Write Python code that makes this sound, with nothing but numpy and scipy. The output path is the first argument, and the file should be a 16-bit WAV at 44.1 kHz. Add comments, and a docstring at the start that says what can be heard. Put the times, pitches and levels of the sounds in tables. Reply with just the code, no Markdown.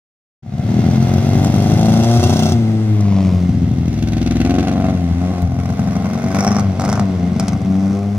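"""An old car's rough, uneven chugging swells up, passes close by and pulls away across a lawn. Each firing of
its four cylinders thumps the muffler, rings the pipe and hisses out of the exhaust leaks. When a cylinder cuts
out the engine limps and rasps; coasting, it purrs evenly. The loose pipe rattles, sharp pops crack out of it,
and a leak under the floor sputters as the car passes. Behind all this are the whirr of fan and tyres, one dull
knock and faint echoes from trees and buildings."""
import sys
import numpy as np
from scipy import signal
from scipy.io import wavfile
from scipy.ndimage import uniform_filter1d, minimum_filter1d, map_coordinates

SR = 44100
rng = np.random.default_rng(int(sys.argv[2]) if len(sys.argv) > 2 else 0)


def output_pcm(signal):
    """Save a mono or channel-first signal as 16-bit PCM at the path in sys.argv[1].

    Samples are clipped to [-1, 1] before scaling.
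    """
    pcm = np.clip(np.atleast_2d(signal).T, -1, 1) * 32767
    wavfile.write(sys.argv[1], SR, np.round(pcm).astype(np.int16))


N = 360738
TIME = np.arange(N) / SR

# How long the yard's echoes take to fade by 60 dB: pitch_hz, fade_s
ECHO_FADE = [(100, 1), (700, 0.32), (3000, 0.15), (10000, 0.021)]
# Loudness of the fan and tyres: time_s, level_db
WHIRR_LEVEL = [(.42, -31.5), (.8, -28.5), (2.3, -29), (2.8, -34), (3.7, -36.5), (5.4, -35.5), (5.46, -41),
               (5.8, -34.5), (7.2, -35.5), (8.18, -40)]
# Tone colours, that is, how strong each pitch is in a sound: pitch_hz, gain_db
WHIRR_TONE = [(30, 0.5), (200, 10), (700, 8.5), (1050, -0.5), (1450, -1.5), (1700, -4.5), (2000, -2),
              (2100, 5), (2210, -5), (2450, -5.5), (2750, -4.5), (3000, -8), (3350, -5.5), (4400, -9),
              (5900, -10.5), (7400, -16.5), (15500, -27)]
RATTLE_TONE = [(300, -29), (780, 18.5), (950, -5), (1150, 13.5), (1400, -0.5), (1800, -4), (2250, -7),
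               (3500, -27), (4700, -21), (5500, 9.5), (6300, -1.5), (7500, -17.5), (15500, -33)]
FLOOR_LEAK_TONE = [(150, -18), (400, 3.5), (520, -1), (700, 4), (850, -9), (1050, -1), (1500, -26),
                   (2300, -13), (3500, -22), (5800, -22), (8000, -33), (15500, -47)]
ECHO_TONE = [(120, -7), (700, 3), (8000, 2)]
POP_CRACK_TONE = [(500, -28), (2000, -4), (3200, -7), (5600, 4), (7500, -1.5), (11000, -11), (15500, -20)]
POP_BARK_TONE = [(40, -2), (130, 2), (450, 6.5), (730, 19.5), (920, 8.5), (1300, 10), (2000, -8.5),
                 (5000, -38.5)]
# Tone of the pipe and of the gas jets from three sides: pitch_hz, side_db, rear_corner_db, behind_db
PIPE_TONES = [(29.6, -32, -29, -55), (72.4, -4, 15, -1), (109.7, 14, 13, 6.5), (143, 4.5, 9, 4.5),
              (202, 2.5, 6, 9), (227.6, 6, 10, 10), (270.5, -5, 7, -9), (328, -5.5, 2, -18),
              (420, -9, -14, -13.5), (470, -15, -9.5, -10.5), (561, -5, -12, -10), (678, -4, -7, -2),
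              (721, 1.5, 0, -5.5), (783, -5.5, -9, -4.5), (948, -23, -30, -28), (1055, -29, -17.5, -12.5),
              (1415, -21, -24.5, -34.5), (4300, -68, -45, -49), (9000, -98, -78, -57)]
JET_TONES = [(306, -6, -15, -40), (960, 6.5, -12, 14.5), (1570, 1, 7.5, 14), (1630, -18, -1.5, 2),
             (2110, -6, 3.5, 11), (2390, -14, 1.5, 6), (2750, 8, 4.5, 2), (2950, -14, -1.5, -5),
             (3200, 4.5, 0, -3.5), (4050, -0.5, -0.5, -3), (5250, 2.5, -4, 4), (6060, 5.5, -0.5, 6),
             (7220, -7.5, -12, -5), (10700, -10.5, -18, -9), (15600, -15.5, -27.5, -21)]
# Sharp pops from the pipe: time_s, relative_crack_db, relative_bark_db
PIPE_POPS = [(1.4467, -15, -5), (3.008, -23.5, -24), (6.407, -16, -13), (6.447, -13, -22), (6.566, -23, -6),
             (6.5955, -16.5, -13), (6.797, -18, -4), (6.8085, -20, -9), (6.819, -19.5, -5),
             (6.840, -22, -4), (6.8505, -16.5, -7), (6.860, -34, -9), (6.880, -28, -7.5), (6.891, -18, -2),
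             (6.899, -18, -6), (6.928, -12, -1.5), (6.9765, -32, -4), (6.9958, -14, -1),
             (7.3975, -10.5, -5.5), (7.482, -12, -9.5)]
# When the loose pipe shakes: start_s, end_s, level_db
RATTLE_SPELLS = [(2.2, 2.532, -51), (6.379, 6.602, -26)]
# The muffler's three pitch ranges: time_s, relative_boom_db, relative_drone_db, hollow_note_db
MUFFLER_LEVELS = [(0.6, -13.5, -14, -35), (0.68, -11.5, -13.5, -21), (1.0, -15.5, -9.5, -27.5),
                  (1.08, -13, -18, -24.5), (1.92, -14, -11, -21.5), (2.18, -10, -31, -18),
                  (2.32, -12.5, -15, -17.5), (2.45, -25, -10.5, -31), (2.53, -11.5, -18.5, -22),
                  (2.83, -14.5, -18, -24), (2.91, -12, -22.5, -24), (3.19, -14, -11.5, -33.5),
                  (4.01, -19, -20, -26.5), (4.6, -19, -19.5, -17), (4.76, -22, -13.5, -30),
                  (5.18, -16.5, -19.5, -29), (5.29, -20.5, -17.5, -23), (5.39, -20, -32, -25),
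                  (5.46, -11, -25, -36), (5.51, -20.5, -31, -27.5), (5.75, -20, -22, -31),
                  (5.83, -21.5, -15.5, -32), (6.13, -24, -23, -27), (6.57, -19, -27.5, -18.5),
                  (6.7, -13.5, -22, -32.5), (6.78, -24, -35, -27), (6.85, -18, -34, -19.5),
                  (6.97, -19.5, -21, -26), (7.48, -21.5, -16, -27.5), (7.62, -18.5, -26, -30),
                  (7.68, -23, -13, -27.5), (7.92, -18.5, -24, -21), (8.03, -20, -47, -24.5)]
# Direction of the car, as how late its sound reaches the left ear: time_s, delay_ms
LEFT_EAR_DELAY = [(.5, -0.045), (2.7, -0.13), (3.7, 0.065), (5.2, 0.1), (8.1, 0.0053)]
# Slow rise and fall in the loudness of the bark and rasp: time_s, swell (10 means no change)
BARK_AND_RASP_SWELL = [(.4, 45), (2.8, 6.3), (4, 5.1), (6, 28), (8.2, 11.2)]
# Engine speed: time_s, firings_per_s
ENGINE_SPEED = [(0.42, 62.56), (0.87, 85.14), (1.2, 91.65), (1.62, 99.67), (1.65, 103.86), (2.34, 124.23),
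                (2.49, 125.04), (2.56, 115.99), (2.64, 110.42), (2.82, 109.12), (3.32, 91.04), (3.6, 85.97),
                (3.95, 82.35), (4.25, 85.44), (4.42, 85.17), (4.59, 91.76), (4.9, 94.18), (5.08, 83.49),
                (5.3, 92.0), (5.46, 85.95), (5.6, 88.34), (5.8, 86.89), (6.02, 88.46), (6.13, 91.82),
                (6.28, 94.12), (6.4, 98.76), (6.6, 102.68), (6.74, 90.48), (6.94, 105.23), (7.08, 94.36),
                (7.22, 87.06), (7.44, 95.59), (7.67, 94.09), (8.18, 102.88)]
# When a cylinder weakens or cuts out: start_s, end_s, cylinder (0-3), change_db, extra_scatter_db (for all)
MISFIRE_SPELLS = [(.42, 2.02, 1, -20, 1.3), (.62, 1.9, 3, -3, .5), (2.17, 2.52, 1, -18, .6),
                  (2.17, 2.52, 0, -14, 0), (3.48, 3.9, 3, -12, 1.5), (3.88, 4.43, 0, -26, 0),
                  (3.88, 4.92, 1, -24, 0), (5.48, 6.62, 3, -20, 1.3), (6.78, 7.02, 3, -40, 1.5),
                  (7.35, 7.65, 0, -7, 1), (7.35, 7.65, 3, -12, 1)]
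# Pedal pushes, held until the next push or release: start_s, first_opening, last_opening (0-1), rasp_db
PEDAL_PUSHES = [(.63, 0, 1, 4), (2.17, 1, 1, 7), (3.85, 0.04, 0.55, 7.5), (4.44, 0.93, 0.91, -0.5),
                (4.7, 0.77, 1, -7), (5.2, 0.47, 0.23, -1.5), (5.55, 0, 0.29, 4.5), (6.3, 0.71, 0.25, 7.5),
                (6.79, 0.1, 0, 11.5), (7.35, 0.1, 0.26, 7), (7.68, 0.01, 0.34, 2)]
# When the pedal is let go: time_s
PEDAL_RELEASES = (2.52, 4.897, 5.4, 6.62, 7.0, 7.52, 7.97)
# The four cylinders are not quite equally strong: strength_db for each
CYLINDER_STRENGTHS = (-0.048, -1.06, 1, 0.0049)
# What adds up to the pipe's bark and the leaks' rasp:
# coasting_db, per_doubled_swell_db, full_pedal_db, letting_go_db, from_side_db
BARK_LEVELS = (-39.5, 3.5, 13.5, 7, 0.5)
RASP_LEVELS = (-47.5, 1.8, 15, 10, -1.5)

# The car turns from its side to its rear corner, then to its tail: start_s, end_s
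TURN_TO_CORNER_S, TURN_TO_TAIL_S = (3.3, 4.299), (4.7, 5.798)
BOOM_TOP_HZ, DRONE_TOP_HZ, NOTE_TOP_HZ = 150, 240, 420  # the bark lies above these three ranges


def gain_of(db):
    """Turns decibels into a number to multiply by."""
    return 10 ** (np.asarray(db) / 20)


def evened(x):
    """Scales a sound so its average power is 1."""
    return x / np.sqrt(np.mean(x ** 2) + 1e-20)


def steady(x, size=8001):
    """Levels out slow loudness changes; single firings still stand out."""
    window = np.hanning(size)
    power = signal.fftconvolve((np.atleast_2d(x) ** 2).mean(0), window / window.sum(), "same")
    return x / np.sqrt(abs(power) + 1e-12)


def curves(rows):
    """Joins a table's points in time with straight lines, one curve per column."""
    times, *columns = np.transpose(rows)
    return [np.interp(TIME, times, column) for column in columns]


def at_pitch(table, hz):
    """Looks up a table's value at each pitch."""
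    pitches, values = np.transpose(table)
    return np.interp(np.log(hz + 1), np.log(pitches), values)


def colour(x, tone, size=8192):
    """Gives a sound a tone colour that rings after each push, never before."""
    log_gain = np.log(gain_of(at_pitch(tone, abs(np.fft.fftfreq(size, 1 / SR)))))
    spectrum = np.exp(np.conj(signal.hilbert(log_gain)))
    ring = np.fft.ifft(spectrum).real[:size // 2]
    return signal.oaconvolve(np.atleast_2d(x), ring[None], axes=1)[:, :N]


def turning(x, tones):
    """Blends three tone colours as the tailpipe swings toward the listener."""
    side = np.interp(TIME, TURN_TO_CORNER_S, [1, 0])
    behind = np.interp(TIME, TURN_TO_TAIL_S, [0, 1])
    shares = side, 1 - side - behind, behind
    hz, *views = np.transpose(tones)
    return sum(share * evened(colour(x, np.c_[hz, db])) for share, db in zip(shares, views))


def below(x, hz, order=4):
    """Keeps the part of a sound below a pitch."""
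    return signal.sosfiltfilt(signal.butter(order, hz, fs=SR, output="sos"), x)


def lagged(x, lag_s):
    """Follows x smoothly, a little late."""
    keep = np.exp(-1 / (lag_s * SR))
    return signal.lfilter([1 - keep], [1, -keep], x)


def noise_pair(likeness):
    """Noise for two ears; a likeness of 1 makes them the same."""
    shared, *own = rng.standard_normal((3, N))
    return np.sqrt(likeness) * shared + np.sqrt(1 - likeness) * np.array(own)


def pushes(times, db):
    """One sharp push of pressure at each time."""
    train = np.zeros(N)
    np.add.at(train, np.clip(np.round(times * SR).astype(int), 0, N - 1), gain_of(db))
    return train


def puff(rise_s, size=2000):
    """The shape of a puff: a fast rise to 1, then a slower fall."""
    age = np.arange(size) / SR / rise_s
    return age * np.exp(1 - age)


def puffs(train, rise_s):
    """Stretches each push into a puff."""
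    return signal.oaconvolve(train, puff(rise_s))[:N]


def firing_count():
    """How far the engine has turned, counted in firings."""
    return np.cumsum(curves(ENGINE_SPEED)[0]) / SR + 1.022


def yard_echoes(x, size=256):
    """Trees and walls scatter the sound back; high pitches fade first."""
    bounces = rng.standard_normal((2, SR)) * (rng.random((2, SR)) < .04) * (TIME[:SR] > .008)
    bounces += below(bounces[0] - bounces, 920, order=2)  # both ears get the same lows
    hz, age_s, spectrum = signal.stft(bounces, SR, nperseg=size)
    fade = gain_of(-60 * age_s / at_pitch(ECHO_FADE, hz)[:, None])
    tail = signal.istft(spectrum * fade, SR, nperseg=size)[1]
    echoes = signal.fftconvolve(x, tail / np.linalg.norm(tail[0]), axes=1)[:, :N]
    return colour(echoes, ECHO_TONE)


def knock(start_s=5.421, pitch_hz=65.6):
    """A soft, low bump with a tick, close to the listener."""
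    shape = puff(rise_s=.0084)
    thud = gain_of(-19) * shape * np.sin(2 * np.pi * pitch_hz * TIME[:len(shape)])
    tick = gain_of(-24) * puff(rise_s=.00021) * rng.standard_normal((2, len(shape)))
    sound, start = np.zeros((2, N)), round(start_s * SR)
    sound[:, start:start + len(shape)] = thud + tick
    return sound


def whirr(ripple_depth=.15):
    """Fan, valves and tyres make a wash of noise that ripples with the engine."""
    ripple = 1 + ripple_depth * np.sin(2 * np.pi * firing_count())
    wash = colour(noise_pair(.41) * ripple, WHIRR_TONE)
    return gain_of(curves(WHIRR_LEVEL)[0]) * evened(wash)


def pipe_pops(crack_fade_s=.003, crack_trim_db=-1, bark_trim_db=8):
    """A sharp pop: gas cracks out and one hard push rings the pipe."""
    times, crack_db, bark_db = np.transpose(PIPE_POPS)
    bursts = lagged(pushes(times, crack_db + crack_trim_db), crack_fade_s) * crack_fade_s * SR
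    cracks = colour(bursts * noise_pair(.75), POP_CRACK_TONE)
    barks = colour(pushes(times, bark_db + bark_trim_db), POP_BARK_TONE)
    return cracks + barks


def pipe_rattle(train):
    """While the loose pipe shakes, each firing gives it a crisp metal clack."""
    shaking = sum(gain_of(db) * ((TIME >= start) & (TIME < end)) for start, end, db in RATTLE_SPELLS)
    clacks = evened(puffs(train, rise_s=.00028)) * noise_pair(.9)
    return lagged(shaking, .0071) * evened(colour(clacks, RATTLE_TONE))


def floor_leak(times, db, pass_at_s=3.193, pass_width_s=.16, limp_db=-5):
    """Gas sputters from under the floor as the car passes, every other puff weaker."""
    train = pushes(times, db + limp_db * (np.arange(len(times)) % 2 == 0))
    gas = evened(puffs(train, rise_s=.0019) * noise_pair(.97))
    nearness = np.exp(-.5 * ((TIME - pass_at_s) / pass_width_s) ** 2)
    return gain_of(-30.5) * nearness * steady(colour(evened(train) + gas, FLOOR_LEAK_TONE))


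def leak_rasp(times, db, scatter_db=3):
    """Each firing blows a jet of gas out of the leaks, over a hiss that drops as the car turns away."""
    hiss = np.interp(TIME, TURN_TO_CORNER_S, [.66, .22])
    uneven_db = db + scatter_db * rng.standard_normal(len(times))
    jets = evened(puffs(pushes(times, uneven_db), rise_s=.0022))
    return steady(turning((hiss + jets) * noise_pair(.59), JET_TONES))


def pipe_bark(train, pipe_highs, swirl_share=.32):
    """Swirling gas in each puff roughens the pipe's higher notes."""
    swirl = turning(puffs(train, rise_s=.0049) * noise_pair(1), PIPE_TONES)
    swirl_highs = swirl - below(swirl, NOTE_TOP_HZ)
    return steady(evened(pipe_highs) + swirl_share * evened(swirl_highs))


def rear_chamber(x, round_trip_s=.00931, reflection=.38):
    """The muffler's big chamber lets each push out in several bounces, filling the gaps between barks."""
    trip = np.zeros(round(round_trip_s * SR) + 1)
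    trip[[0, -1]] = 1, -reflection
    return -signal.lfilter(trip[::-1], trip, x)


def muffler(times, train, hollow_note, backflow=.44):
    """The firings thump the muffler: a deep boom and a drone, joined by the pipe's hollow note."""
    boom_db, drone_db, note_db = curves(MUFFLER_LEVELS)
    # every stroke draws some gas back, so a dead cylinder sucks instead of pushing
    thumps = turning(train - backflow * pushes(times, db=0), PIPE_TONES)
    boom = below(thumps, BOOM_TOP_HZ)
    drone = below(thumps, DRONE_TOP_HZ) - boom
    return (gain_of(boom_db - 1) * steady(rear_chamber(boom))
            + gain_of(drone_db - 3) * steady(drone)
            + gain_of(note_db) * steady(hollow_note))


def bark_and_rasp_gains(pedal_lag_s=.017, letting_go_s=.034):
    """Pedal, angle and a slow swell set the bark and rasp; both linger briefly after a release."""
    opening, extra_rasp_db = np.zeros((2, N))
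    moves = [row[0] for row in PEDAL_PUSHES] + list(PEDAL_RELEASES)
    for start, first, last, extra_db in PEDAL_PUSHES:
        end = min(move for move in moves if move > start)
        held = (TIME >= start) & (TIME < end)
        opening[held] = np.linspace(first, last, held.sum())
        extra_rasp_db[held] = extra_db
    load = lagged(opening, pedal_lag_s)
    letting_go = np.maximum(lagged(load, letting_go_s) - load, 0)
    swell_doublings = np.log2(curves(BARK_AND_RASP_SWELL)[0] / 10)
    side = np.interp(TIME, TURN_TO_CORNER_S, [1, 0])
    amounts = np.array([np.ones(N), swell_doublings, load, letting_go, side])
    bark_db, rasp_db = np.array([BARK_LEVELS, RASP_LEVELS]) @ amounts
    return gain_of(bark_db), gain_of(rasp_db + lagged(extra_rasp_db, pedal_lag_s))


def firings(scatter_db=1.4, jitter_s=.00008):
    """When and how hard the cylinders fire: nearly even, but erratic while one misfires."""
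    count = firing_count()
    number = np.arange(2, int(count[-1]))
    times = np.interp(number, count, TIME)
    cylinder = number % len(CYLINDER_STRENGTHS)
    db = np.array(CYLINDER_STRENGTHS)[cylinder]
    for start, end, weak_cylinder, change_db, extra_scatter_db in MISFIRE_SPELLS:
        during = (times >= start) & (times < end)
        db = db + change_db * during * (cylinder == weak_cylinder)
        scatter_db = scatter_db + extra_scatter_db * during
    strength_chance, timing_chance = rng.standard_normal((len(times), 2)).T
    return times + jitter_s * timing_chance, db + scatter_db * strength_chance


def exhaust():
    """The same firings drive the muffler, the pipe and the leaks."""
    times, db = firings()
    train = pushes(times, db)
    pipe = turning(train, PIPE_TONES)
    pipe_lows = below(pipe, NOTE_TOP_HZ, order=6)
    hollow_note = pipe_lows - below(pipe, DRONE_TOP_HZ)
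    bark_gain, rasp_gain = bark_and_rasp_gains()
    bark = bark_gain * pipe_bark(train, pipe - pipe_lows)
    rasp = rasp_gain * leak_rasp(times, db)
    return muffler(times, train, hollow_note) + bark + rasp + pipe_rattle(train) + floor_leak(times, db)


def scene():
    """The car, its echoes and the knock, as two ears hear them."""
    car = exhaust() + pipe_pops() + whirr()
    shift = curves(LEFT_EAR_DELAY)[0] / 1000 * SR / 2  # each ear takes half the delay
    direct = np.array([map_coordinates(ear, [np.arange(N) + sign * shift], order=3, mode="nearest")
                       for ear, sign in zip(car, (-1, 1))])
    echo_share = gain_of(np.interp(TIME, [3, 7], [-19, -14]))  # grows as the car leaves
    mix = direct + yard_echoes(car * echo_share) + knock()
    bass_gain = gain_of([[1.15], [-1.25]])  # more bass on the left, less on the right
    return mix + below(mix, 600, order=2) * (bass_gain - 1)


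def record(dry, start_s=.424, swell_s=.14, ceiling_db=-1, recovery_db_per_s=150, top_hz=15800):
    """Swells the sound up from silence, turns down the loudest peaks and cuts the very top."""
    since_s = np.maximum(TIME - start_s, 0)
    faded_in = dry * np.minimum(since_s / .0053, 1) * gain_of(-23.5 * np.exp(-since_s / swell_s))
    peak_db = 20 * np.log10(abs(faded_in).max(0) + 1e-9)
    recovery_db = recovery_db_per_s * TIME
    held_peak_db = np.maximum.accumulate(peak_db + recovery_db) - recovery_db
    over_db = np.maximum(held_peak_db - ceiling_db, 0)
    limited = faded_in * gain_of(uniform_filter1d(minimum_filter1d(-over_db, size=41), size=41))
    top_cut = signal.firwin(511, top_hz, window=("kaiser", 9), fs=SR)
    return signal.oaconvolve(limited, top_cut[None], "same")


dry = scene()
out = record(dry)
output_pcm(out)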